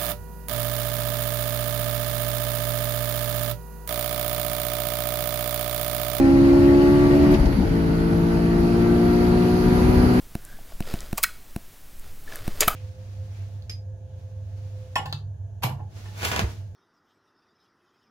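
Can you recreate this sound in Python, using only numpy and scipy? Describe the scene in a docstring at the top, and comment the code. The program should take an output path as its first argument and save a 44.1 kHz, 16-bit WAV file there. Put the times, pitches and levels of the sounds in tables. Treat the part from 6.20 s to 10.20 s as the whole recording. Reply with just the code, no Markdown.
"""A four-cylinder engine at full throttle, close up, on a stereo pair at the driver's seat.
It pulls to the red line and stutters; the throttle shuts, the gear lever clacks within arm's reach,
the drivetrain thuds, and the next gear pulls from lower revs. The engine's orders (multiples of its
two-turn cycle) sweep through the cabin's resonances over valve clatter, road rumble and rising wind."""
import sys
import numpy as np
from scipy import signal
from scipy.fft import rfft, irfft, next_fast_len
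from scipy.io import wavfile
from scipy.ndimage import uniform_filter1d, map_coordinates

SR = 44100
rng = np.random.default_rng(int(sys.argv[2]) if len(sys.argv) > 2 else 0)


def put_to_file(sound):
    """Save the sound as 16-bit audio at rate SR, in the file named by the first command-line argument."""
    columns = np.atleast_2d(sound).T  # one column per channel
    safe = np.clip(columns, -1, 1)
    whole_steps = np.round(safe * 32767)
    wavfile.write(sys.argv[1], SR, whole_steps.astype(np.int16))


N = 176400
STUTTER_S, LIFT_S, CLUTCH_S, THROTTLE_S = 0.886, 1.149, 1.297, 1.347  # red line, lift, next gear, pull
LIFT_FALL_S, THROTTLE_RISE_S = 0.019, 0.21

# Engine orders at the seat, 4 = firing: order, then level/dB, swell over the pull/dB, L-R/dB
# before the shift, and the same three after it
ENGINE_ORDERS = [(2, -35.5, 1, 8, -38.5, 8, 3.5), (3, -30.5, 11.5, 11.5, -26, -1.5, 1.5),
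                 (4, -17, 2.5, -4, -26.5, 5.5, -0.5), (5, -18, -4.5, 2, -26.5, 4.5, 5.5),
                 (6, -43, 4.5, 2, -23, -1, 3.5), (7, -41.5, -5, 13, -35.5, -1, -28),
                 (8, -32.5, -3, 12.5, -37, -1.5, -8), (9, -35, 8.5, 10, -45.5, -3, 22),
                 (10, -47.5, 10, 13, -49.5, 8, 13), (11, -52.5, -13, 13, -44.5, -4, 5),
                 (12, -35, 7, 8, -37.5, 6, 1), (13, -46, 14, 14, -70, -3, 9),
                 (14, -62, 8, 7, -52.5, -3, -11), (15, -48, 2, -2, -52, 3, 3),
                 (16, -41, 1, 3.5, -44.5, 2, -1), (17, -58.5, -14, 10, -61.5, -16, 17),
                 (18, -58, 0, -1, -47, 10, 1), (19, -49, -7, 25, -52, 7, 20), (20, -50.5, 0, 4, -52, 4, -3),
                 (21, -53, 4, 2, -54, 6, 18), (22, -47, 8, 4, -52.5, 7, -9),
                 (23, -53.5, -8, -9, -48, -4, 16), (24, -60, -6, 0, -52.5, -6, -5)]
# What the cabin adds to an order as it sweeps by: f/Hz, level/dB
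CABIN_RESONANCES = [(180, 2), (210, 3.5), (222, -3), (235, 4.5), (241, 1), (246, 3.5), (262, 5), (275, 2),
                    (290, -2.5), (332, -8), (351, 2), (372, -3), (450, 4), (480, -5.5), (560, 0), (620, 0),
                    (646, -1), (663, -5), (680, -3.5), (705, 2), (745, -4), (818, 6), (831, -8.5),
                    (850, 2.5), (866, -6.5), (980, 5), (1060, -10.5), (1150, 4.5), (1220, 4), (1280, -11.5),
                    (1350, 4), (1500, -0.5)]
def engine_note(cycle_hz, angle, effort_db):
    """The engine's stack of orders; its balance changes with the gear and the cabin's resonances."""
    shifted = ramp(CLUTCH_S, 0.11)
    first_pull = ramp(0, LIFT_S) - 0.5
    second_pull = ramp(THROTTLE_S, N / SR - THROTTLE_S) - 0.5
    uneven = ramp(STUTTER_S, 0.03) - ramp(THROTTLE_S, THROTTLE_RISE_S)
    rough = 0.022 + 0.16 * uneven  # uneven firing from the red line through the shift
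    note = np.zeros((2, N))
    for order, db_a, swell_a, lean_a, db_b, swell_b, lean_b in ENGINE_ORDERS:
        pull_db = (db_a + swell_a * first_pull) * (1 - shifted) + (db_b + swell_b * second_pull) * shifted
        dull_db = -7 * uneven * (order >= 12)  # uneven firing weakens the high orders
        share = 1 if order <= 5 else 0.54  # orders above the boom follow the throttle less
        level_db = pull_db + dull_db + along(CABIN_RESONANCES, order * cycle_hz) + share * effort_db
        pan = panned(lean_a) * (1 - shifted) + panned(lean_b) * shifted
        tone = order_tone(order, cycle_hz, angle, rough, treble_rough=0.29, drift_db=0.6)
        note += amp(level_db) * pan * tone
    for order in range(25, 32):  # faint top orders, falling 17 dB an octave
        firing_db = 10 * (order % 4 == 0)  # multiples of the firing rate stand out in the first pull
        level_db = -56 - 17 * np.log2(order / 25) + firing_db * (1 - shifted) + shifted
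        tone = order_tone(order, cycle_hz, angle, rough=0.23, treble_rough=0.3, drift_db=2.5)
        note += amp(level_db + effort_db) * tone
    return note


def order_tone(order, cycle_hz, angle, rough, treble_rough, drift_db):
    """One engine order at both microphones; higher ones are rougher, less steady and more diffuse."""
    hz = order * cycle_hz.mean()
    khz = hz / 1000
    lag = lag_phase(hz) + 0.8 * khz * rng.standard_normal()
    # the low orders line up into one pressure dip a cycle
    phase = order * angle + np.pi + 0.17 * order * rng.standard_normal()
    depth = rough + treble_rough * khz ** 2 / (1 + khz / 2)
    flutter = 1 + depth * (wobble(34.84) + 1j * wobble(35))
    drift = amp(drift_db * min(khz, 1) * wobble(4.16))
    return np.sqrt(2) * np.real(drift * flutter * np.exp(1j * phase) * lagged(lag))


# Engine speed through both gears: t/s, speed/rpm
ENGINE_SPEED = [(0, 8155), (0.1, 8175), (0.22, 8292), (0.6, 8483), (0.82, 8635), (0.95, 8588), (1.14, 8690),
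                (1.25, 8560), (1.35, 8150), (1.41, 7150), (1.49, 6500), (1.56, 6770), (1.66, 6636),
                (1.8, 6736), (2.15, 6833), (2.5, 6944), (3.1, 7143), (4, 7430)]
def crank():
    """Engine speed, the rate of its two-turn cycle and that cycle's slightly jittery angle."""
    rpm, = curves(ENGINE_SPEED)
    cycle_hz = rpm / 120
    angle = 2 * np.pi * np.cumsum(cycle_hz) / SR + 0.015 * wobble(40)
    return rpm, cycle_hz, angle


def engine_effort(cut_hz=10.1, cut_width_s=0.012):
    """Load in dB: full, cut briefly three times at the red line, then off for the shift."""
    lifted = ramp(LIFT_S, LIFT_FALL_S)
    shut = lifted - ramp(THROTTLE_S, THROTTLE_RISE_S)
    cuts = sum(np.exp(-((clock() - STUTTER_S - k / cut_hz) / cut_width_s) ** 2) for k in range(3))
    red_line_swell = ramp(STUTTER_S, 0.015) * (1 - lifted)
    return -14 * shut - 4 * cuts + red_line_swell


# Valve gear and intake, from inside the cabin: f/Hz, relative level/dB
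CLATTER_SPECTRUM = [(300, -2.5), (700, 0.5), (1400, -2.5), (2100, -3.5), (2800, -7), (3400, -12.5),
                    (4400, -12), (6500, -21.5), (7800, -23), (11000, -38), (14000, -42)]
def valve_clatter(rpm, angle, effort_db):
    """Valve and intake noise, pulsing with each cycle, turn and firing; louder with revs and load."""
    beat = 1 + 0.18 * (0.76 * np.cos(angle) + 0.5 * np.cos(2 * angle) + 0.5 * np.cos(4 * angle))
    level_db = -35.5 - 4 * (rpm.max() - rpm) / 1000 + 0.6 * effort_db
    return amp(level_db) * unit(beat * cabin_noise(CLATTER_SPECTRUM, patchy_db=2.5))


# Gear lever and linkage, beside the seat: t/s, level/dB, t60/s, ring f/Hz, L-R/dB
LEVER_CLACKS = [(1.114, -38.5, 0.073, 11000, -2), (1.128, -42, .04, 11500, 1), (1.137, -43, .09, 9500, 1),
                (1.139, -35.5, 0.14, 4500, 2), (1.146, -29, 0.052, 2170, 4), (1.198, -44, .07, 9000, 5),
                (1.257, -35, 0.052, 5130, -1), (1.325, -31, 0.037, 2000, 0), (1.327, -46, 0.023, 11000, -3)]
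# Colour common to all the clacks: f/Hz, relative level/dB
CLACK_SPECTRUM = [(500, -3), (1500, 9), (6500, 0), (8000, -13), (10500, -2), (12500, -2), (15000, -12)]
def gear_lever(q=1.8):
    """Each contact in the linkage is a dying noise burst in a broad resonance of its own."""
    clacks = np.zeros((2, N))
    for start, db, t60, ring_hz, lean_db in LEVER_CLACKS:
        ring = lambda hz: hz * ring_hz / (hz * ring_hz + 1j * q * (hz ** 2 - ring_hz ** 2))
        burst = filtered(rng.standard_normal((2, N)), lambda hz: amp(along(CLACK_SPECTRUM, hz)) * ring(hz))
        envelope = amp(db - 60 * np.abs(clock() - start) / t60) * ramp(start, 0.0012)
        clacks += envelope * panned(lean_db) * unit(burst)
    return clacks


# Thuds of the shift, left of centre: t/s, level/dB, f/Hz, half-width/s
MOUNT_THUDS = [(1.216, -8, 48, 0.013), (1.272, -15, 53.5, 0.014), (1.379, -16.5, 242, 0.011),
               (1.39, -10, 220, 0.0064), (1.408, -10, 235, 0.0044), (1.424, -14, 200, 0.0055),
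               (1.438, -18, 290, 0.0078)]
def drivetrain_thuds():
    """The drivetrain rocks on its mounts: soft, low pulses with bell-shaped envelopes."""
    thuds = np.zeros(N)
    for centre, db, hz, width in MOUNT_THUDS:
        t = clock() - centre
        thuds -= amp(db) * np.exp(-(t / width) ** 2) * np.cos(2 * np.pi * hz * t)
    return thuds * panned(3.6)


# Background at the seat: t/s, rumble level/dB, roar level/dB, hiss level/dB
BACKGROUND_LEVELS = [(0, -23, -34, -44.5), (.7, -23, -31.5, -43.5), (1.1, -19, -28, -44),
                     (1.35, -21, -30, -45), (1.6, -24, -31.5, -46.5), (2.3, -24, -32.5, -45.5),
                     (3.0, -22, -28.5, -42.5), (3.35, -23.5, -30, -42), (3.6, -19.5, -26, -40),
                     (3.85, -18.5, -27, -40), (4, -23, -28.5, -40)]
# Tyres below, cabin all round, wind at the windows: f/Hz, relative level/dB
RUMBLE_SPECTRUM = [(18, -41), (27, -21), (37, 6), (50, 0), (65, 4), (90, -1), (150, -0.5), (210, -4),
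                   (300, -10), (450, -19.5), (800, -39), (2000, -82)]
ROAR_SPECTRUM = [(100, -34), (280, 3), (430, 0), (650, -6), (900, -6), (1120, -15.5), (1400, -10.5),
                 (1700, -15), (1950, -13), (2300, -20), (3200, -24), (5000, -34), (9000, -59)]
HISS_SPECTRUM = [(800, -25), (2500, 1), (3400, -12.5), (4000, -1.5), (4550, 2.5), (5400, -7), (6800, -9.5),
                 (7500, -19), (8800, -14.5), (10200, -7), (11400, -4.5), (12600, -11.5), (13800, -22),
                 (15000, -33)]
def road_and_wind():
    """Tyre rumble through the body, the cabin's roar and wind hiss at the windows."""
    rumble_db, roar_db, hiss_db = curves(BACKGROUND_LEVELS)
    rumble = amp(rumble_db) * cabin_noise(RUMBLE_SPECTRUM, patchy_db=-0.5)
    roar = amp(roar_db) * cabin_noise(ROAR_SPECTRUM, patchy_db=1.5)
    hiss = amp(hiss_db + 0.29 * wobble(16)) * cabin_noise(HISS_SPECTRUM, patchy_db=1.5)
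    return rumble + roar + hiss


# How alike the noise is at the two microphones: f/Hz, coherence (0 to 1)
PAIR_COHERENCE = [(60, 0.91), (130, 1), (280, 0.66), (620, 0.063), (1340, 0.33), (2900, 0.18),
                  (6300, 0.082), (13000, 0.11)]
# Which side the noise favours: f/Hz, L-R/dB
PAIR_BALANCE = [(60, 3), (200, 3), (650, 5), (1230, 0.5), (2240, -1), (4100, -6), (6000, -3.5), (7500, 4),
                (10500, -12), (13000, -6)]
def cabin_noise(spectrum, patchy_db):
    """Stereo noise of rms 1 with patches of random gain: alike in the bass, diffuse in the treble."""
    bins = signal.stft(rng.standard_normal((2, N)), nperseg=512)[2]
    patches = uniform_filter1d(rng.standard_normal(bins.shape[1:]), size=5, axis=0)  # across frequency
    patches = uniform_filter1d(patches, size=14, axis=1)  # across time
    pair = signal.istft(bins * amp(patchy_db * unit(patches)), nperseg=512)[1][:, :N]
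    spread = lambda hz: np.arccos(along(PAIR_COHERENCE, hz)) / 2
    colour = lambda hz: amp(along(spectrum, hz)) * [np.cos(spread(hz)), np.sin(spread(hz))]
    mid, side = filtered(pair, colour)
    placement = lambda hz: panned(along(PAIR_BALANCE, hz)) * lagged(lag_phase(hz))
    return unit(filtered(np.array([mid + side, mid - side]), placement))


def lag_phase(hz, lag_s=0.000307, from_hz=910):
    """Radians by which the left microphone lags in the treble; the bass fills the cabin evenly."""
    treble = (hz / from_hz) ** 4
    return 2 * np.pi * hz * lag_s * treble / (1 + treble)


def lagged(radians):
    """Left and right phase factors for a lag on the left."""
    return np.exp(np.array([[-0.5j], [0.5j]]) * radians)


def panned(lean_db):
    """Left and right gains for a level difference."""
    pair = amp(np.array([[0.5], [-0.5]]) * lean_db)
    return pair / np.sqrt(np.mean(pair ** 2, axis=0))


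def amp(db):
    """Decibels to gain."""
    return 10 ** (np.asarray(db) / 20)


def unit(x):
    """Scaled to rms 1."""
    return x / np.sqrt(np.mean(x ** 2) + 1e-20)


def clock():
    """The time of each sample."""
    return np.arange(N) / SR


def along(points, hz):
    """(f/Hz, value) points read on a log axis."""
    freqs, values = np.transpose(points)
    return np.interp(np.log(hz + 1), np.log(freqs + 1), values)


def curves(rows):
    """One value per sample for each column after the time."""
    times, *columns = np.transpose(rows)
    return [np.interp(clock(), times, column) for column in columns]


def ramp(start, length):
    """A rise from 0 to 1."""
    return np.clip((clock() - start) / length, 0, 1)


def wobble(rate):
    """A smooth random curve, rate knots a second."""
    times = np.linspace(0, N / SR, 4000)
    knots = rng.standard_normal(2000)
    return np.interp(clock(), times, map_coordinates(knots, [times * rate], mode="wrap"))


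def filtered(x, response):
    """x shaped by a frequency response."""
    size = next_fast_len(N + SR // 2)
    return irfft(rfft(x, size) * response(np.fft.rfftfreq(size, 1 / SR)), size)[..., :N]


def scene():
    """Everything that reaches the driver's seat."""
    rpm, cycle_hz, angle = crank()
    effort_db = engine_effort()
    engine = engine_note(cycle_hz, angle, effort_db) + valve_clatter(rpm, angle, effort_db)
    return engine + road_and_wind() + gear_lever() + drivetrain_thuds()


def record(dry):
    """The stereo pair, with nothing kept above 15.6 kHz."""
    return filtered(dry, lambda hz: hz < 15600)


dry = scene()
out = record(dry)
put_to_file(out)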